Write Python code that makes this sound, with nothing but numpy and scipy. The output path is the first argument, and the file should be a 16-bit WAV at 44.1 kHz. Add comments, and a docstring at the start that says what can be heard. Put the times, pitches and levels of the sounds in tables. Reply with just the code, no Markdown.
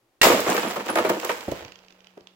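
"""In a quiet storeroom, a full glass bottle cracks on a plastic block in a plastic tub and bursts.
Splinters shower and liquid sprays; large pieces knock about and ring the plastic, while shards
tick and ping against each other. A low hum joins the faint room tone and dull thumps follow.
The spray thins to drips off to the right, and a last piece settles in the tub."""
import sys
import numpy as np
from scipy import signal
from scipy.fft import rfft, irfft, next_fast_len
from scipy.io import wavfile
from scipy.ndimage import uniform_filter1d

SR = 44100
rng = np.random.default_rng(int(sys.argv[2]) if len(sys.argv) > 2 else 0)


def wav_out(sig):
    """Save sig, one row per channel (or a flat mono array), as 16-bit PCM at SR to the path in sys.argv[1]."""
    wavfile.write(sys.argv[1], SR, np.round(np.clip(np.atleast_2d(sig).T, -1, 1) * 32767).astype(np.int16))


N = 103635

# still air: f/Hz, level/dB
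AIR_EQ = [(15, -29.5), (25, 1), (33, -34.5), (123, -6.5), (145, -21), (363, -8.5), (489, -11.5),
          (8360, -30), (16000, -32.5)]
# faint hums: f/Hz, level/dB, start/s
HUMS = [(186, -62.5, 1.35), (348, -75, 0)]
# the first crack: f/Hz, level/dB
CRACK_EQ = [(60, -21.5), (300, -4.5), (800, -5), (1400, -7), (1900, -8.5), (2900, -6.5), (4500, -5.5),
            (8000, -11.5), (10000, -19), (15500, -16)]
# the bottle giving way: f/Hz, level/dB
BURST_EQ = [(40, -3.5), (150, -27), (400, 2), (1100, 5), (1600, -1.5), (2300, 0.5), (3600, -5),
            (7500, -10.5), (9500, -16), (11500, -13), (15500, -10.5)]
# modes of the bottle's wall: f/Hz, level/dB, t60/s
BOTTLE_MODES = [(1622, -24, .16), (1884, -10, .075), (2035, -24, .2), (2193, -20, .2), (2461, -22, .16),
                (2761, -11, .06), (3692, -22, .1), (3819, -15, .05), (4490, -26, .12)]
CRACK_S, BURST_S, BLOCK_PAN_DB = 0.2142, 0.2295, -1
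# fader ride of the splinter shower: t/s, level/dB
SPLINTER_FADER = [(0.22, -44), (0.24, -19.5), (0.31, -29.5), (0.45, -40.5), (0.51, -34.5), (0.64, -42),
                  (0.83, -54), (0.98, -50), (1.18, -50), (1.31, -44.5), (1.45, -50.5), (1.6, -60),
                  (1.7, -92)]
# splinter sparkle: f/Hz, level/dB
SPLINTER_EQ = [(1500, -8.5), (3000, -8), (7500, 6.5), (9500, -7), (11500, 0), (15500, -1)]
# fader ride of the spray: t/s, level/dB
SPRAY_FADER = [(0.22, -66), (0.27, -21.5), (0.43, -30), (0.56, -29), (0.73, -34.5), (0.84, -41), (1.0, -34),
               (1.2, -38), (1.33, -37), (1.45, -43), (1.6, -40), (1.7, -55), (1.8, -60), (2.34, -67)]
# spray on plastic: f/Hz, level/dB
SPRAY_EQ = [(25, -23.5), (70, -12.5), (200, -12), (450, 5.5), (1100, 0), (2800, -4), (4500, -11.5),
            (7500, -16.5), (9500, -29), (15500, -19)]
# large pieces land on the plastic: t/s, thud/dB, clack/dB, boom/dB
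KNOCK_CUES = [(0.249, -7, -16, -21.5), (0.267, -5, -35, -62), (0.3, -6.5, -27.5, -28.5),
              (0.319, -12.5, -19.5, -22), (0.344, -12, -28, -45), (0.373, -25, -27, -36),
              (0.392, -16, -31.5, -31), (0.465, -14, -28, -43), (0.479, -13.5, -30, -25.5),
              (0.491, -14, -22.5, -27), (0.505, -16.5, -25, -36.5), (0.519, -16.5, -24, -41),
              (0.547, -16, -28, -39), (0.577, -18.5, -23, -32), (0.631, -23, -28, -36),
              (0.645, -20, -30.5, -31), (0.661, -23, -32.5, -28.5), (0.699, -46, -36, -47),
              (0.762, -19.5, -29.5, -43), (0.773, -20.5, -39, -34.5), (0.805, -25, -34.5, -39),
              (0.865, -26.5, -36, -45), (0.886, -25, -26.5, -39), (0.894, -18, -25.5, -32),
              (0.924, -21, -44, -44), (0.956, -12.5, -22.5, -50), (0.971, -13, -21.5, -45),
              (0.984, -14, -19.5, -36), (0.998, -16.5, -29.5, -30.5), (1.048, -11.5, -24.5, -34.5),
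              (1.064, -17.5, -30, -31), (1.093, -31, -22, -30), (1.099, -11.5, -38, -30),
              (1.115, -19.5, -34.5, -37), (1.139, -25, -59, -51), (1.165, -19, -42, -55),
              (1.23, -23, -32.5, -51), (1.249, -25, -31.5, -46), (1.295, -19, -23, -48),
              (1.305, -19.5, -31, -50), (1.388, -61, -50, -48)]
# a knock's low end: f/Hz, level/dB
BOOM_EQ = [(30, -49.5), (80, -26), (115, -11.5), (150, -15.5), (200, 0.5), (270, -1.5), (360, -9.5),
           (900, -45.5)]
# a knock's body: f/Hz, level/dB
THUD_EQ = [(25, -52.5), (60, -34.5), (110, -23), (200, -18), (310, 0.5), (600, 1), (850, -14.5),
           (1500, -20), (4000, -53.5)]
# a knock's hard edge: f/Hz, level/dB
CLACK_EQ = [(40, -50.5), (200, -28), (600, 1.5), (1100, 2.5), (1600, -4), (2300, -8.5), (3500, -15),
            (6000, -22.5), (15000, -27.5)]
# modes of the plastic: f/Hz, level/dB, t60/s
PLASTIC_MODES = [(202.8, -13, 0.16), (319.2, -4.5, .14), (354, -7.5, 0.1), (431, -7, 0.052),
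                 (489.3, -3.5, 0.14), (631.5, -2.5, 0.11), (693, -4, 0.092), (937, -9, 0.21),
                 (1220, -6.5, 0.078)]
KNOCK_ATTACK_S = 0.0019
# glass strikes glass: t/s, level/dB, pan/dB, tilt/(dB per octave)
TICK_CUES = [(0.4037, -14.5, -1, 3.5), (0.5003, -13.5, -0.5, 4.5), (0.5668, -15, 3, -3.5),
             (0.58, -24, -0.5, -1), (0.5954, -23, 7, 12), (0.7094, -23, 1, 2.5), (0.7616, -30, 5, 4),
             (0.8008, -26.5, 4, -8), (0.862, -27, 2, 1), (0.883, -24.5, -6, -3.5),
             (0.9557, -17.5, -4, -1.5), (1.0174, -40, 1, 2), (1.0433, -29, 0, 13), (1.091, -21, -3.0, 7),
             (1.0979, -16.5, -4, 3), (1.1993, -23, -4.0, -1), (1.2482, -15.5, -2.5, 4.5),
             (1.2936, -18, -7, -11), (1.317, -23.5, -9, -5.5), (1.37, -41, -11, -7), (1.408, -29.5, -7, -2),
             (1.5163, -29.5, -14, 0), (1.5799, -53, -1, -2), (1.608, -51, -3, -2)]
# a tick before its tilt: f/Hz, level/dB
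TICK_EQ = [(500, -43), (2000, 5), (4000, 0), (7800, 0), (9500, -14), (11500, -9.5), (15500, -3.5)]
# small shards ring: t/s, f/Hz, level/dB
PING_CUES = [(0.495, 8500, -37.5), (0.545, 14600, -32), (0.604, 8480, -44), (0.634, 10700, -55),
             (0.684, 10700, -40.5), (0.738, 14750, -42.5), (0.902, 10160, -30.5), (0.957, 11050, -37),
             (1.058, 4080, -40), (1.278, 11000, -46)]
# dull thumps: t/s, level/dB, t60/s
THUMP_CUES = [(1.479, -23.5, 0.046), (1.517, -23.5, 0.031), (1.616, -42.5, 0.12), (1.649, -44, 0.056),
              (2.206, -56.5, 0.099)]
# a thump's muffled tone: f/Hz, level/dB
THUMP_EQ = [(25, -16), (75, 3), (130, 1.5), (230, -1), (360, 0), (540, 0.5), (850, -10), (1300, -23),
            (4000, -42.5)]
# drips into the tub: t/s, level/dB
DRIP_CUES = [(1.6492, -30.5), (1.6816, -37), (1.721, -33.5), (1.7571, -37), (1.7893, -43), (1.8332, -51.5),
             (1.8481, -45.5), (1.8837, -41), (1.9061, -42), (1.924, -44.5), (1.9926, -54), (2.0055, -44.5),
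             (2.0447, -43.5), (2.0702, -39.5), (2.1051, -49.5), (2.177, -47), (2.2079, -44), (2.2715, -34)]
# a drip's splat: f/Hz, level/dB
DRIP_EQ = [(300, -8), (1500, -12), (2800, 0.5), (4200, -6), (5400, -8), (6200, -9.5), (7500, -18.5),
           (9500, -44), (15000, -32)]
# the last piece settling: f/Hz, level/dB
SETTLE_EQ = [(40, -29), (220, -13), (360, 10.5), (470, -1.5), (600, -0.5), (950, -17), (1500, -20),
             (5000, -45)]
# the storeroom's reverb tone: f/Hz, level/dB
ROOM_EQ = [(60, -9.5), (400, -0.5), (1500, -3.5), (5000, -0.5), (9000, -6.5), (15000, -0.5)]
# its decay: f/Hz, t60/s
ROOM_DECAY = [(100, 0.46), (500, 0.29), (1500, 0.47), (4000, 0.41), (14000, 0.32)]
# stereo image: f/Hz, left-right correlation
CORRELATION = [(40, 0.25), (100, 0.93), (350, 0.95), (700, .6), (1500, 0.14), (4000, 0.13), (14000, 0.27)]


def from_db(db):
    """Decibels to gain."""
    return 10 ** (np.asarray(db) / 20)


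def rms_one(x):
    """Scale to unit rms."""
    return x / np.sqrt(np.mean(x ** 2) + 1e-20)


def at_hz(points, hz):
    """Read a table on a log-frequency axis."""
    f, v = np.transpose(points)
    return np.interp(np.log(np.maximum(hz, 1)), np.log(f), v)


def fader(rows):
    """Gain along a dB curve, closed before its first point."""
    return from_db(np.interp(np.arange(N) / SR, *np.transpose(rows), left=-200))


def eq(x, points):
    """Minimum-phase EQ of unit power gain."""
    size = 2 * next_fast_len(x.shape[-1])
    gain = rms_one(from_db(at_hz(points, np.arange(size // 2 + 1) * SR / size)))
    cepstrum = irfft(np.log(gain))
    cepstrum[1:size // 2] *= 2
    cepstrum[size // 2 + 1:] = 0
    return irfft(rfft(x, size) * np.exp(rfft(cepstrum)))[..., :x.shape[-1]]


def widen(pair):
    """Two unrelated signals become left and right, narrowest in the bass and low mids."""
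    size = pair.shape[-1]
    mid, side = rfft(pair)
    alike = at_hz(CORRELATION, np.arange(len(mid)) * SR / size)
    return irfft(np.sqrt((1 + alike) / 2) * mid + np.sqrt((1 - alike) / 2) * side * [[1], [-1]], size)


def place(x, pan_db, lag_s=.00008):
    """Pan, positive to the left; the left side arrives a little late."""
    left, right = np.broadcast_to(x, (2, x.shape[-1]))
    i = np.arange(len(left))
    left = np.interp(i - round(lag_s * SR), i, left, left=0)
    return np.array([left * from_db(pan_db / 2), right * from_db(-pan_db / 2)])


def add(out, s, x):
    """Mix a sound in at its cue."""
    i = int(s * SR)
    out[:, i:i + x.shape[-1]] += x[..., :N - i]


def ring(clicks, hz, t60):
    """A unit click sets a sine of height 1 ringing."""
    r, w = from_db(-60 / (t60 * SR)), 2 * np.pi * hz / SR
    return signal.lfilter([0, np.sin(w)], [1, -2 * r * np.cos(w), r * r], clicks + 1e-18)


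def hit(spectrum, t60, attack_s, size=8192):
    """A crowd of modes struck at once and dying; holds the energy of 10 ms at level 1."""
    t = np.arange(size) / SR
    envelope = from_db(-60 * t / t60) * (1 - np.exp(-t / attack_s))
    bins = rfft(rng.standard_normal((2, size)) * envelope)
    # flatten chance peaks so that the EQ sets the tone
    bins /= np.sqrt(uniform_filter1d(np.abs(bins) ** 2, size=size // 128, axis=-1) + 1e-12)
    gated = irfft(bins) * np.minimum(1, t / attack_s) * (t < t60)
    return rms_one(eq(widen(gated), spectrum)) * np.sqrt(.01 * SR / size)


def snap(spectrum, size=8192):
    """One hard contact; holds the energy of 10 ms at level 1."""
    return eq(1. * (np.arange(size) == 0), spectrum) * np.sqrt(.01 * SR)


def patter(per_s, spread_db):
    """Two streams of random clicks of uneven size."""
    sizes = from_db(spread_db * np.minimum(rng.exponential(1, (2, N)), 4))
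    return sizes * rng.choice([-1, 1], (2, N)) * (rng.random((2, N)) < per_s / SR)


def room_tone():
    """A bed of still air and two faint hums; the lower fades in under the clatter."""
    t = np.arange(N) / SR
    hum = sum(from_db(db) * np.sin(2 * np.pi * hz * t) * np.clip((t - s) * 10, 0, 1)
              for hz, db, s in HUMS)
    air = eq(widen(rng.standard_normal((2, N))), AIR_EQ)
    return from_db(-69) * rms_one(air) + hum


def bottle_break():
    """The first crack, then the whole bottle giving way; both ring its wall."""
    out, clicks = np.zeros((2, N)), np.zeros(N)
    for s, db, attack_s, t60, spectrum in ((CRACK_S, -7.5, .002, .032, CRACK_EQ),
                                           (BURST_S, -8, .0005, .24, BURST_EQ)):
        add(out, s, from_db(db) * np.sqrt(t60 / .14) * hit(spectrum, t60, attack_s, size=32768))
    clicks[[int(CRACK_S * SR), int(BURST_S * SR)]] = 1, from_db(-8)
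    for hz, db, t60 in BOTTLE_MODES:
        add(out, rng.uniform(0, .002), from_db(db) * ring(clicks, hz, t60))
    return place(out, BLOCK_PAN_DB)


def splinters(count=40, ring_cycles=150):
    """A shower of tiny pieces, each a click with a short ring at one of many pitches."""
    clicks = patter(per_s=1000, spread_db=3)
    voice = rng.integers(0, count, N)
    pitches = np.geomspace(2200, 15500, count) * rng.uniform(.97, 1.03, count)
    rings = sum(ring(clicks * (voice == k), hz, ring_cycles / hz) * np.sqrt(hz)
                for k, hz in enumerate(pitches))
    glass = eq(widen(rms_one(rings) + from_db(-1) * rms_one(clicks)), SPLINTER_EQ)
    return place(rms_one(glass) * fader(SPLINTER_FADER), pan_db=-.3)


def spray():
    """Liquid spatters on the plastic: dense droplets over a soft wash."""
    drops = rms_one(patter(per_s=1500, spread_db=4.5))
    wash = from_db(-8.5) * rng.standard_normal((2, N))
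    return place(eq(widen(drops + wash), SPRAY_EQ) * fader(SPRAY_FADER), pan_db=-3.5)


def clink(range_hz=(997.5, 3000), t60=.062, count=3, size=8192):
    """A broken piece rings briefly at a few pitches of its own, its phase differing loosely between left and
    right."""
    t, out = np.arange(size) / SR, 0
    pitches = np.exp(rng.uniform(*np.log(range_hz), count))
    for hz in pitches:
        phase = rng.uniform(0, 2 * np.pi) + rng.normal(0, 1, (2, 1))
        out = out + np.sin(2 * np.pi * hz * t + phase) * np.sqrt(pitches.min() / hz / count)
    return out * from_db(-60 * t / t60) * np.minimum(1, t / .0005)


def knocks(low_cut_hz=183):
    """Each large piece lands with a boom, a thud, a clack and a clink, and rings the plastic."""
    out, rings = np.zeros((2, 2, N))
    for s, thud_db, clack_db, boom_db in KNOCK_CUES:
        add(out, s, from_db(boom_db - .5) * hit(BOOM_EQ, t60=.12, attack_s=.0043))
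        add(out, s, from_db(thud_db - 9.5) * hit(THUD_EQ, t60=.075, attack_s=KNOCK_ATTACK_S))
        add(out, s, from_db(clack_db + 1.5) * hit(CLACK_EQ, t60=.075, attack_s=KNOCK_ATTACK_S / 2))
        add(rings, s, from_db(clack_db + 1.5) * clink())
    times, thud_db = np.transpose(KNOCK_CUES)[:2]
    for hz, db, t60 in PLASTIC_MODES:
        strike_db = thud_db + db - 12.5 + rng.normal(0, 3.5, len(times))
        clicks = np.zeros(N)
        clicks[(times * SR).astype(int)] = from_db(strike_db) * rng.choice([-1, 1], len(times))
        rings += ring(clicks, hz, t60)
    rings = signal.sosfilt(signal.butter(4, low_cut_hz, "high", fs=SR, output="sos"), rings)
    return place(out + rings, BLOCK_PAN_DB)


def ticks(pivot_hz=8000):
    """Glass strikes glass: sharp transients, each with its own brightness and pan."""
    out = np.zeros((2, N))
    for s, db, pan_db, tilt_db in TICK_CUES:
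        spectrum = [(hz, band_db + tilt_db * np.log2(hz / pivot_hz)) for hz, band_db in TICK_EQ]
        tick = from_db(-2) * snap(spectrum) + hit(spectrum, t60=.018, attack_s=.0002)
        add(out, s, from_db(db - 13.5) * place(tick, pan_db))
    return out


def pings(t60=.095, beat_hz=72):
    """Small shards shimmer with a beating pair of modes."""
    out, click = np.zeros((2, N)), np.arange(SR // 2) == 0
    for s, hz, db in PING_CUES:
        tone = ring(click, hz, t60) + from_db(-4) * ring(click, hz + beat_hz, t60)
        add(out, s, from_db(db) * tone)
    return out


def thumps():
    """Dull, bass-heavy hits with a soft attack."""
    out = np.zeros((2, N))
    for s, db, t60 in THUMP_CUES:
        add(out, s, from_db(db) * hit(THUMP_EQ, t60, attack_s=.0038))
    return place(out, BLOCK_PAN_DB)


def drips():
    """Single drops tap the tub, off to the right."""
    out = np.zeros((2, N))
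    for s, db in DRIP_CUES:
        drip = from_db(-3.5) * snap(DRIP_EQ) + hit(DRIP_EQ, t60=.011, attack_s=.0001)
        add(out, s, from_db(db - 16) * place(drip, pan_db=-11.5, lag_s=.00031))
    return out


def settle(at_s=2.1705):
    """A last piece settles in the tub with a soft, hollow knock."""
    out = np.zeros((2, N))
    add(out, at_s, from_db(-39.5) * hit(SETTLE_EQ, t60=.066, attack_s=KNOCK_ATTACK_S))
    return place(out, BLOCK_PAN_DB)


def reverb(x, predelay_s=.0093):
    """The storeroom's walls return a diffuse tail that dies band by band."""
    t, hz = np.arange(SR) / SR, np.arange(SR // 2 + 1)
    noise, tail = rfft(widen(rng.standard_normal((2, SR)))), 0
    for k, (_, t60) in enumerate(ROOM_DECAY):
        band = at_hz([(f, j == k) for j, (f, _) in enumerate(ROOM_DECAY)], hz)
        tail = tail + irfft(noise * band, SR) * from_db(-60 * t / t60)
    tail = eq(rms_one(tail * (t > predelay_s)), ROOM_EQ) / np.sqrt(SR)
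    return signal.fftconvolve(x, tail, axes=-1)[:, :N]


def scene():
    """The mix: the smash over room tone, with the dull hits sent harder to the reverb."""
    smash = bottle_break() + knocks() + ticks() + pings() + splinters() + spray() + drips()
    dull = thumps() + settle()
    wet = reverb(smash + from_db(2.5) * dull)
    return smash + dull + from_db(-9.5) * wet + room_tone()


def record(dry):
    """Master: a soft clip rounds the peaks, then a steep high cut at 15.9 kHz."""
    rounded = np.tanh(dry / 1.2) * 1.2
    return signal.sosfilt(signal.ellip(12, .1, 90, 15900, fs=SR, output="sos"), rounded)


dry = scene()
out = record(dry)
wav_out(out)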